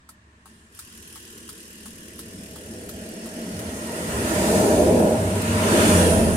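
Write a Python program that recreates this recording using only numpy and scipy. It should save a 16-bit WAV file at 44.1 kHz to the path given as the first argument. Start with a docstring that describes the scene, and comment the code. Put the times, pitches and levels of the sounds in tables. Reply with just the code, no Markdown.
"""A swelling road noise, then a tractor-trailer and the traffic behind it rush past on the left,
heard inside a car idling on a highway shoulder, windows shut. Engines and tyres boom through the
body into the cabin's resonances; tyre hiss leaks in at the door seals. In the car the flasher
relay ticks, something small rattles fast and the fan blows softly."""
import sys
import numpy as np
from scipy import signal
from scipy.fft import rfft, irfft, next_fast_len
from scipy.io import wavfile
from scipy.ndimage import uniform_filter1d, map_coordinates

SR = 44100
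rng = np.random.default_rng(int(sys.argv[2]) if len(sys.argv) > 2 else 0)


def master(y):
    """Save y as 16-bit WAV."""
    cut = np.clip(np.atleast_2d(y).T, -1, 1)
    pcm = np.round(cut * 32767)  # scale
    wavfile.write(sys.argv[1], SR, pcm.astype(np.int16))


N = 280476


def body():
    """Engines and tyres shake the panels and drive the cabin air: a long climb, a swell per axle set."""
    # Cabin air modes. Each row: centre in Hz, width in Hz, relative level in dB.
    cabin_modes = [(51.7, 8.7, -16), (77.3, 15, -6.5), (89.5, 41, -2), (173.5, 22, -1), (192.7, 11, -0.5),
                   (222.8, 14.5, 4), (258, 48, -4.5), (331, 47, -2), (408.7, 14, -1), (461.8, 19, -0.5),
                   (507, 13, -1), (575, 18, -4.5), (613.5, 24, 0), (647, 20, -2), (813, 48, -13),
                   (949, 17, -11)]
    # Axle sets, two on the truck, two behind it. Each row: time in s, half-width in s,
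    # then boom, drone, hum and roar in dB.
    axles = [(4.67, .35, -36, -25, -20, -21.5), (5.03, 0.22, -34, -22.5, -21.5, -21),
             (5.83, 0.25, -30, -23, -21.5, -23.5), (6.15, 0.3, -31.5, -24.5, -22, -25)]
    # Boom of the approach. Each row: time in s, relative level in dB.
    far_boom = [(0.0, -58), (0.06, -64.5), (1.53, -55), (1.62, -67), (1.96, -56), (2.98, -46),
                (3.19, -54.5), (3.51, -47), (3.58, -38), (3.9, -49.5), (4.16, -32), (4.3, -33)]

    def cabin(lo_hz, hi_hz, patchy_db):
        return noise(lambda hz: resonances(cabin_modes, hz) * band(hz, lo_hz, hi_hz, order=7), patchy_db)

    near_boom, near_drone, near_hum, near_roar = passing(axles, BODY_FADE_DB)
    throb_db = 3 * np.cos(2 * np.pi * (clock() - 1.89) / 0.454) * (1 - ramp(2.6, 0.4))
    far_drone = approach(-42.5, far_db_per_s=7.9, near_db_per_s=6.94) * amp(throb_db)
    far_hum = approach(-43, far_db_per_s=9.7, near_db_per_s=3.3)
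    far_roar = approach(-48.5, far_db_per_s=22, near_db_per_s=6.9)
    boom = together([near_boom, amp(curve(far_boom) + 1)]) * amp(0.85 * wobble(10))
    boom = boom * cabin(51.6, 136, patchy_db=0.1)
    drone = together([near_drone, far_drone]) * amp(0.57 * wobble(12))
    drone = drone * cabin(158.7, 266, patchy_db=-0.5)
    # Hum and roar reach higher as the traffic nears.
    hum = blend(cabin(292, 420, patchy_db=2), cabin(275, 494, patchy_db=1.7), ramp(0.79, 2.04))
    roar = blend(cabin(555, 834, patchy_db=0), cabin(550, 1016, patchy_db=0), ramp(2.95, 1.32))
    hum *= together([near_hum, far_hum, swell(1.36, 0.28, db=-53)]) * amp(0.65 * wobble(23))
    roar *= together([near_roar, far_roar, amp(-72)]) * amp(0.5 * wobble(20))
    # Faint throbbing sub-bass, barely audible.
    far_rumble = swell(3, 2, db=-45.5 + throb_db) * whistle(0, width_hz=8.2)[0]
    return boom + drone + far_rumble + hum + panned(roar, left_db=-0.4)


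def engines():
    """Own idle, plus passing firing notes and tyre whine that swell, drop in pitch and linger."""
    # Truck engine, next vehicle's exhaust, tyre whine. Each row: abreast in s, glide time in s, pitch
    # in Hz, Doppler share, peak in s, half-width in s, peak in dB, lingering in dB, octave in dB.
    notes = [(4.65, 0.246, 101, 0.037, 5.37, 0.42, -28.5, -44, -8.5),
             (5.97, .2, 88, .115, 5.98, 0.12, -18.5, -29.5, -2.5),
             (5.2, 0.508, 232, .035, 6.02, 1, -32, -42, -11)]
    out = amp(-61) * tone(hz=69.2, octave_db=-51, waver=0.017, flutter_db=4.5)  # idle
    for abreast_s, glide_s, hz, share, peak_s, half_width_s, db, linger_db, octave_db in notes:
        gain = together([swell(peak_s, half_width_s, db), amp(linger_db) * ramp(peak_s, half_width_s)])
        pitch_hz = doppler(abreast_s, glide_s, hz, share)
        out += gain * tone(pitch_hz, octave_db, waver=0.0058, flutter_db=2)
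    return out


def seals():
    """Tyre hiss leaks in at the door seals on each pass; a gap on the right sings in the wake."""
    # Truck, then traffic behind. Each row: time in s, half-width in s, then rush, hiss and fizz in dB.
    passes = [(4.53, 0.28, -29.5, -30, -38), (5.89, 0.22, -23.5, -26.5, -36)]
    # Tyre noise, mid and treble. Each row: frequency in Hz, relative density in dB.
    rush_spectrum = [(600, -27), (850, -8.5), (964, 1.5), (1130, -6), (1340, 2), (1560, -3), (1800, -2),
                     (2150, -7), (2600, -5.5), (2950, -7.5), (3300, -13.5), (4500, -20), (6000, -43)]
    hiss_spectrum = [(1940, -51), (3300, -6), (4460, -4), (9340, -0.5), (10900, -5), (14900, -10.5),
                     (15800, -27)]
    # Gusts at the gap. Each row: time in s, half-width in s, level in dB, pitch in Hz, rise in Hz/s.
    gusts = [(4.5, 0.37, -41, 9390, 250.7), (6.02, 0.22, -32.5, 9360, 1150)]

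    def leak(spectrum, lo_hz, hi_hz, patchy_db):
        return noise(lambda hz: shape(spectrum)(hz) * band(hz, lo_hz, hi_hz, order=6), patchy_db)

    rush_gain, hiss_gain, fizz_gain = passing(passes, SEAL_FADE_DB)
    rush_gain = np.interp(clock() + 0.069, clock(), rush_gain)  # rush leads hiss
    far_s = np.maximum(3.65 - clock(), 0)  # time until near; distance takes the treble first
    near_rush = noise(shape(rush_spectrum), patchy_db=1.5)
    far_rush = leak(rush_spectrum, 1440, 3150, patchy_db=2)
    rush = rush_gain * amp(-1.8 * far_s) * blend(far_rush, near_rush, ramp(3.09, 0.69))
    hiss = glass(leak(hiss_spectrum, 2500, 10200, patchy_db=1.5), spread_s=0.003)
    hiss *= hiss_gain * amp(-4.2 * far_s)
    fizz = fizz_gain * amp(-11 * far_s) * leak(hiss_spectrum, 11000, 20000, patchy_db=-1)
    gap = 0
    for peak_s, half_width_s, db, hz, rise_hz_per_s in gusts:
        pitch_hz = hz + rise_hz_per_s * np.clip(clock() - peak_s, -0.6, 0.6)
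        gain = swell(peak_s, half_width_s, db, SEAL_FADE_DB) * amp(-12 * far_s)
        gap += gain * whistle(pitch_hz, width_hz=690)
    rumble = swell(6.5, 0.52, db=-28.5) * whistle(0, width_hz=220)  # low, with the second pass
    return panned(rush, -1.1) + panned(rumble, -2) + panned(hiss, 0.5) + panned(fizz, 1) + panned(gap, -16)


def treads():
    """Tyre treads sing in thin bands that swell and fall in pitch going by."""
    # Tread bands. Each row: abreast in s, glide time in s, pitch in Hz, Doppler share, peak in s,
    # half-width in s, level in dB, width in Hz.
    tread_bands = [(4.5, .3, 4405, .02, 3.6, .9, -57, 35), (4.5, .3, 5260, .02, 3.8, 0.96, -55.5, 70),
                   (4.5, .3, 6200, .02, 3.7, .9, -57, 40), (4.501, .3, 1800, .055, 4.34, 0.66, -42.5, 65),
                   (6.029, .16, 2847, .1, 6.07, 0.21, -40, 51),
                   (6.03, 0.17, 3303, 0.062, 5.96, 0.29, -39.5, 31)]
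    return sum(swell(peak_s, half_width_s, db) * whistle(doppler(abreast_s, glide_s, hz, share), width_hz)
               for abreast_s, glide_s, hz, share, peak_s, half_width_s, db, width_hz in tread_bands)


def relay():
    """The flasher's armature snaps shut and drops back with a duller knock; the trim ticks once."""
    # Armature snap. Each row: frequency in Hz, relative density in dB.
    snap_spectrum = [(600, -38), (1500, 2), (2500, -9.5), (3600, -2), (4700, -1), (5600, -5.5), (8500, 2.5),
                     (10200, 4), (13000, -3), (15800, -9)]
    # Housing modes on closing and release. Each row: frequency in Hz, relative level in dB, T60 in s.
    closing_modes = [(930, -8, 0.046), (1062, -14, 0.092), (1200, -8.5, 0.043), (1310, 1.5, 0.035),
                     (1430, -20, 0.022), (4730, -8, 0.037)]
    release_modes = [(793, -8.5, .08), (892, -5, 0.084), (1090, -4.5, 0.096), (1190, -7.5, .08),
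                     (1295, -4.5, 0.073), (1580, -8, 0.079)]
    # Trim tick. Each row: time in s, level in dB.
    trim_ticks = [(5.4166, -31)]
    period_s, held_s = 0.7002, 0.3668
    shut_s = np.arange(0.0895, N / SR, period_s)
    release_s = shut_s + held_s
    # The phone's treble opens late, so the first two clicks sound duller.
    phone_db = lambda times_s: -8 * (times_s < 0.7)
    snap = noise(shape(snap_spectrum), patchy_db=2.5)
    on = snap * strikes(shut_s, -39 + phone_db(shut_s), t60_s=0.08, tail_db=0.5, tail_t60_s=0.14)
    on += ringing(shut_s, -39, closing_modes)
    off = snap * strikes(release_s, -44.5 + phone_db(release_s), t60_s=0.095, tail_db=0, tail_t60_s=0.16)
    off += ringing(release_s, -44, release_modes)
    trim = snap * strikes(*np.transpose(trim_ticks), t60_s=0.04, tail_db=-5, tail_t60_s=0.12)
    return on + panned(off, left_db=3.5) + panned(trim, left_db=-3)


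def rattle():
    """Something small and close starts as a hollow hiss, then ticks about forty times a second."""
    # Rattle level, entering in two steps. Each row: time in s, relative level in dB.
    levels = [(0, -87), (.44, -76), (.48, -56), (.71, -64.5), (.76, -52), (1.15, -48), (1.9, -49),
              (6.36, -44)]
    # Tick and hiss spectra. Each row: frequency in Hz, relative density in dB.
    tick_spectrum = [(2000, -22), (2550, -0.5), (2870, 2.5), (3300, -10), (4000, -8), (5500, -3.5),
                     (9000, -4.5), (11500, 2), (12800, -7), (14000, -9), (15800, -16)]
    hiss_spectrum = [(600, -34), (1000, -1), (1400, -2), (1600, 6.5), (1900, -0.5), (2250, -4), (2850, 2.5),
                     (3200, 3), (4000, -1.5), (5500, 1.5), (7500, 2.5), (9800, 5.5), (11500, -13),
                     (13000, -8), (15800, -21)]
    # Dashboard hollows. Each row: centre in Hz, width in Hz, relative level in dB.
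    hollows = [(1840, 140, 3), (2880, 150, 1.5), (5350, 180, 0)]
    rate_hz = 39.75
    times_s = np.arange(0.018, N / SR, 1 / rate_hz)
    uneven_db = 1.8 * rng.standard_normal(len(times_s)) + 0.39 * (-1) ** np.arange(len(times_s))
    envelope = unit(strikes(times_s, uneven_db, t60_s=0.06, tail_db=-10, tail_t60_s=0.06))
    ticks = ramp(0.69, 0.04) * envelope * noise(shape(tick_spectrum), patchy_db=2)
    hollow = lambda hz: shape(hiss_spectrum)(hz) * np.hypot(1, resonances(hollows, hz))
    hiss = glass(noise(hollow, patchy_db=2), spread_s=0.004)
    return amp(curve(levels)) * (amp(-2) * ticks + amp(1.5) * hiss)


def fan():
    """The ventilation blows softly."""
    # Vent air. Each row: frequency in Hz, relative density in dB.
    air_spectrum = [(400, -25), (750, -8), (1050, 2), (1450, -2.5), (1800, 8), (2100, -9), (2900, -8),
                    (4000, -11), (5500, -14), (8600, -13), (10000, -35), (15000, -38)]
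    return amp(-59.5) * noise(shape(air_spectrum), patchy_db=1.3)


BODY_FADE_DB, SEAL_FADE_DB = 60.5, 29.5  # loss per tenfold distance, via body and via seals


def swell(peak_s, half_width_s, db, fade_db=BODY_FADE_DB):
    """Gain of a source on a straight path, nearest at peak_s."""
    distance = np.hypot(1, (clock() - peak_s) / half_width_s)
    return amp(db - fade_db * np.log10(distance))


def passing(rows, fade_db):
    """One gain per level column: the swells of all rows together."""
    swells = [[swell(s, half_width_s, db, fade_db) for db in levels] for s, half_width_s, *levels in rows]
    return [together(layer) for layer in zip(*swells)]


def approach(db, far_db_per_s, near_db_per_s):
    """Gain of closing traffic: climbs to db at near_s, climbs on more slowly, then holds."""
    near_s, hold_s = 2.716, 4.6
    since_s = np.minimum(clock(), hold_s) - near_s
    return amp(db + np.where(since_s < 0, far_db_per_s, near_db_per_s) * since_s)


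def doppler(abreast_s, glide_s, hz, share):
    """Pitch of a passing source: high coming, low leaving."""
    along_road = (clock() - abreast_s) / glide_s
    return hz * (1 - share * along_road / np.hypot(1, along_road))


def noise(response, patchy_db):
    """Stereo noise of rms 1 with drifting patches of gain."""
    # Cabin sound field. Each row: frequency in Hz, left-right correlation.
    correlation = [(100, 0.99), (220, 0.99), (380, .88), (700, 0.77), (950, 0.27), (1250, -0.64),
                   (2400, 0.059), (4400, -0.13), (15000, 0.12)]
    bins = signal.stft(rng.standard_normal((2, N)), nperseg=512)[2]
    patches = uniform_filter1d(rng.standard_normal(bins.shape[1:]), size=4, axis=0)
    patches = uniform_filter1d(patches, size=12, axis=1)
    pair = signal.istft(bins * amp(patchy_db * unit(patches)), nperseg=512)[1][:, :N]
    angle = lambda hz: np.arccos(np.clip(along(correlation, hz), -0.99, 0.997)) / 2
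    mid, side = filtered(pair, lambda hz: response(hz) * np.array([np.cos(angle(hz)), np.sin(angle(hz))]))
    return unit(np.array([mid + side, mid - side]))


def tone(hz, octave_db, waver, flutter_db):
    """A slightly unsteady note with its octave."""
    phase = 2 * np.pi * np.cumsum(hz * (1 + waver * wobble(15))) / SR
    return amp(flutter_db * wobble(18)) * unit(np.sin(phase) + amp(octave_db) * np.sin(2 * phase))


def whistle(hz, width_hz):
    """Narrow stereo noise of rms 1 around a per-sample pitch; 0 gives a low rumble."""
    lowpass = lambda f: (f < 5 * width_hz) / (1 + (f / width_hz) ** 2)
    i, q = filtered(rng.standard_normal((2, 2, N)), lowpass)
    phase = 2 * np.pi * np.cumsum(hz) / SR
    return unit(i * np.cos(phase) + q * np.sin(phase))


def strikes(times_s, db, t60_s, tail_db, tail_t60_s):
    """Envelope of short clicks, each with a brief cabin reverberation."""
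    t = np.arange(SR // 5) / SR
    click = (amp(-60 * t / t60_s) + amp(tail_db - 60 * t / tail_t60_s)) * (1 - np.exp(-t / 0.00084))
    blows = np.bincount(np.round(np.abs(times_s) * SR).astype(int), amp(db), N)[:N]
    return signal.fftconvolve(blows, click)[:N]


def ringing(times_s, level_db, modes):
    """Damped modes, struck at slightly new strengths each time."""
    t = np.arange(SR // 5) / SR
    out = np.zeros(N + len(t))
    for s in times_s:
        ring = sum(amp(db + rng.normal(0, 1) - 60 * t / t60_s)
                   * np.sin(2 * np.pi * (hz * t + rng.random())) for hz, db, t60_s in modes)
        out[round(s * SR):][:len(t)] += amp(level_db) * ring * (1 - np.exp(-t / 0.0018))
    return out[:N]


def glass(x, spread_s):
    """Add weak window reflections, different left and right; rms 1."""
    delays_s = rng.uniform(spread_s / 10, spread_s, (8, 2))
    echoes = [[np.pad(ch, (int(s * SR), 0))[:N] for ch, s in zip(x, pair)] for pair in delays_s]
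    return unit(x + 0.11 * np.sum(np.array(echoes) * rng.choice([-1, 1], (8, 2, 1)), axis=0))


def resonances(modes, hz):
    """Gain of overlapping resonances, added in power."""
    return np.sqrt(sum(amp(db) ** 2 * (hz * width) ** 2 / ((centre ** 2 - hz ** 2) ** 2 + (hz * width) ** 2)
                       for centre, width, db in modes))


def band(hz, lo_hz, hi_hz, order):
    """Band-pass gain."""
    return 1 / np.sqrt((1 + (lo_hz / (hz + 1)) ** (2 * order)) * (1 + (hz / hi_hz) ** (2 * order)))


def filtered(x, response):
    """Apply a frequency response."""
    size = next_fast_len(N + SR // 2)
    return irfft(rfft(x, size) * response(np.fft.rfftfreq(size, 1 / SR)), size)[..., :N]


def along(points, hz):
    """Interpolate (Hz, value) points on a log axis."""
    knots_hz, values = np.transpose(points)
    return np.interp(np.log(hz + 1), np.log(knots_hz + 1), values)


def shape(points):
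    """Response through (Hz, dB) points."""
    return lambda hz: amp(along(points, hz))


def curve(points):
    """Interpolate (s, value) points per sample."""
    return np.interp(clock(), *np.transpose(points))


def wobble(rate_hz):
    """Smooth random curve, rate_hz knots a second."""
    return map_coordinates(rng.standard_normal(int(N * rate_hz / SR) + 4), [np.arange(N) * rate_hz / SR])


def ramp(start_s, length_s):
    """Linear rise from 0 to 1."""
    return np.clip((clock() - start_s) / length_s, 0, 1)


def blend(a, b, share):
    """Equal-power crossfade from a to b."""
    return (1 - share) ** 0.5 * a + share ** 0.5 * b


def together(gains):
    """Gains added in power."""
    return np.sqrt(sum(g ** 2 for g in gains))


def panned(x, left_db):
    """Set left over right by left_db."""
    return x * amp([[left_db / 2], [-left_db / 2]])


def clock():
    """Sample times in s."""
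    return np.arange(N) / SR


def amp(db):
    """Decibels to gain."""
    return 10 ** (np.asarray(db) / 20)


def unit(x):
    """Scale to rms 1."""
    return x / np.sqrt(np.mean(x ** 2) + 1e-20)


def scene():
    """Everything heard from the front seat."""
    return body() + engines() + seals() + treads() + fan() + rattle() + relay()


def record(dry):
    """The phone drops the deepest bass and everything above its band limit."""
    return filtered(dry, lambda hz: band(hz, lo_hz=29, hi_hz=SR, order=2) * (hz < 15850))


dry = scene()
out = record(dry)
master(out)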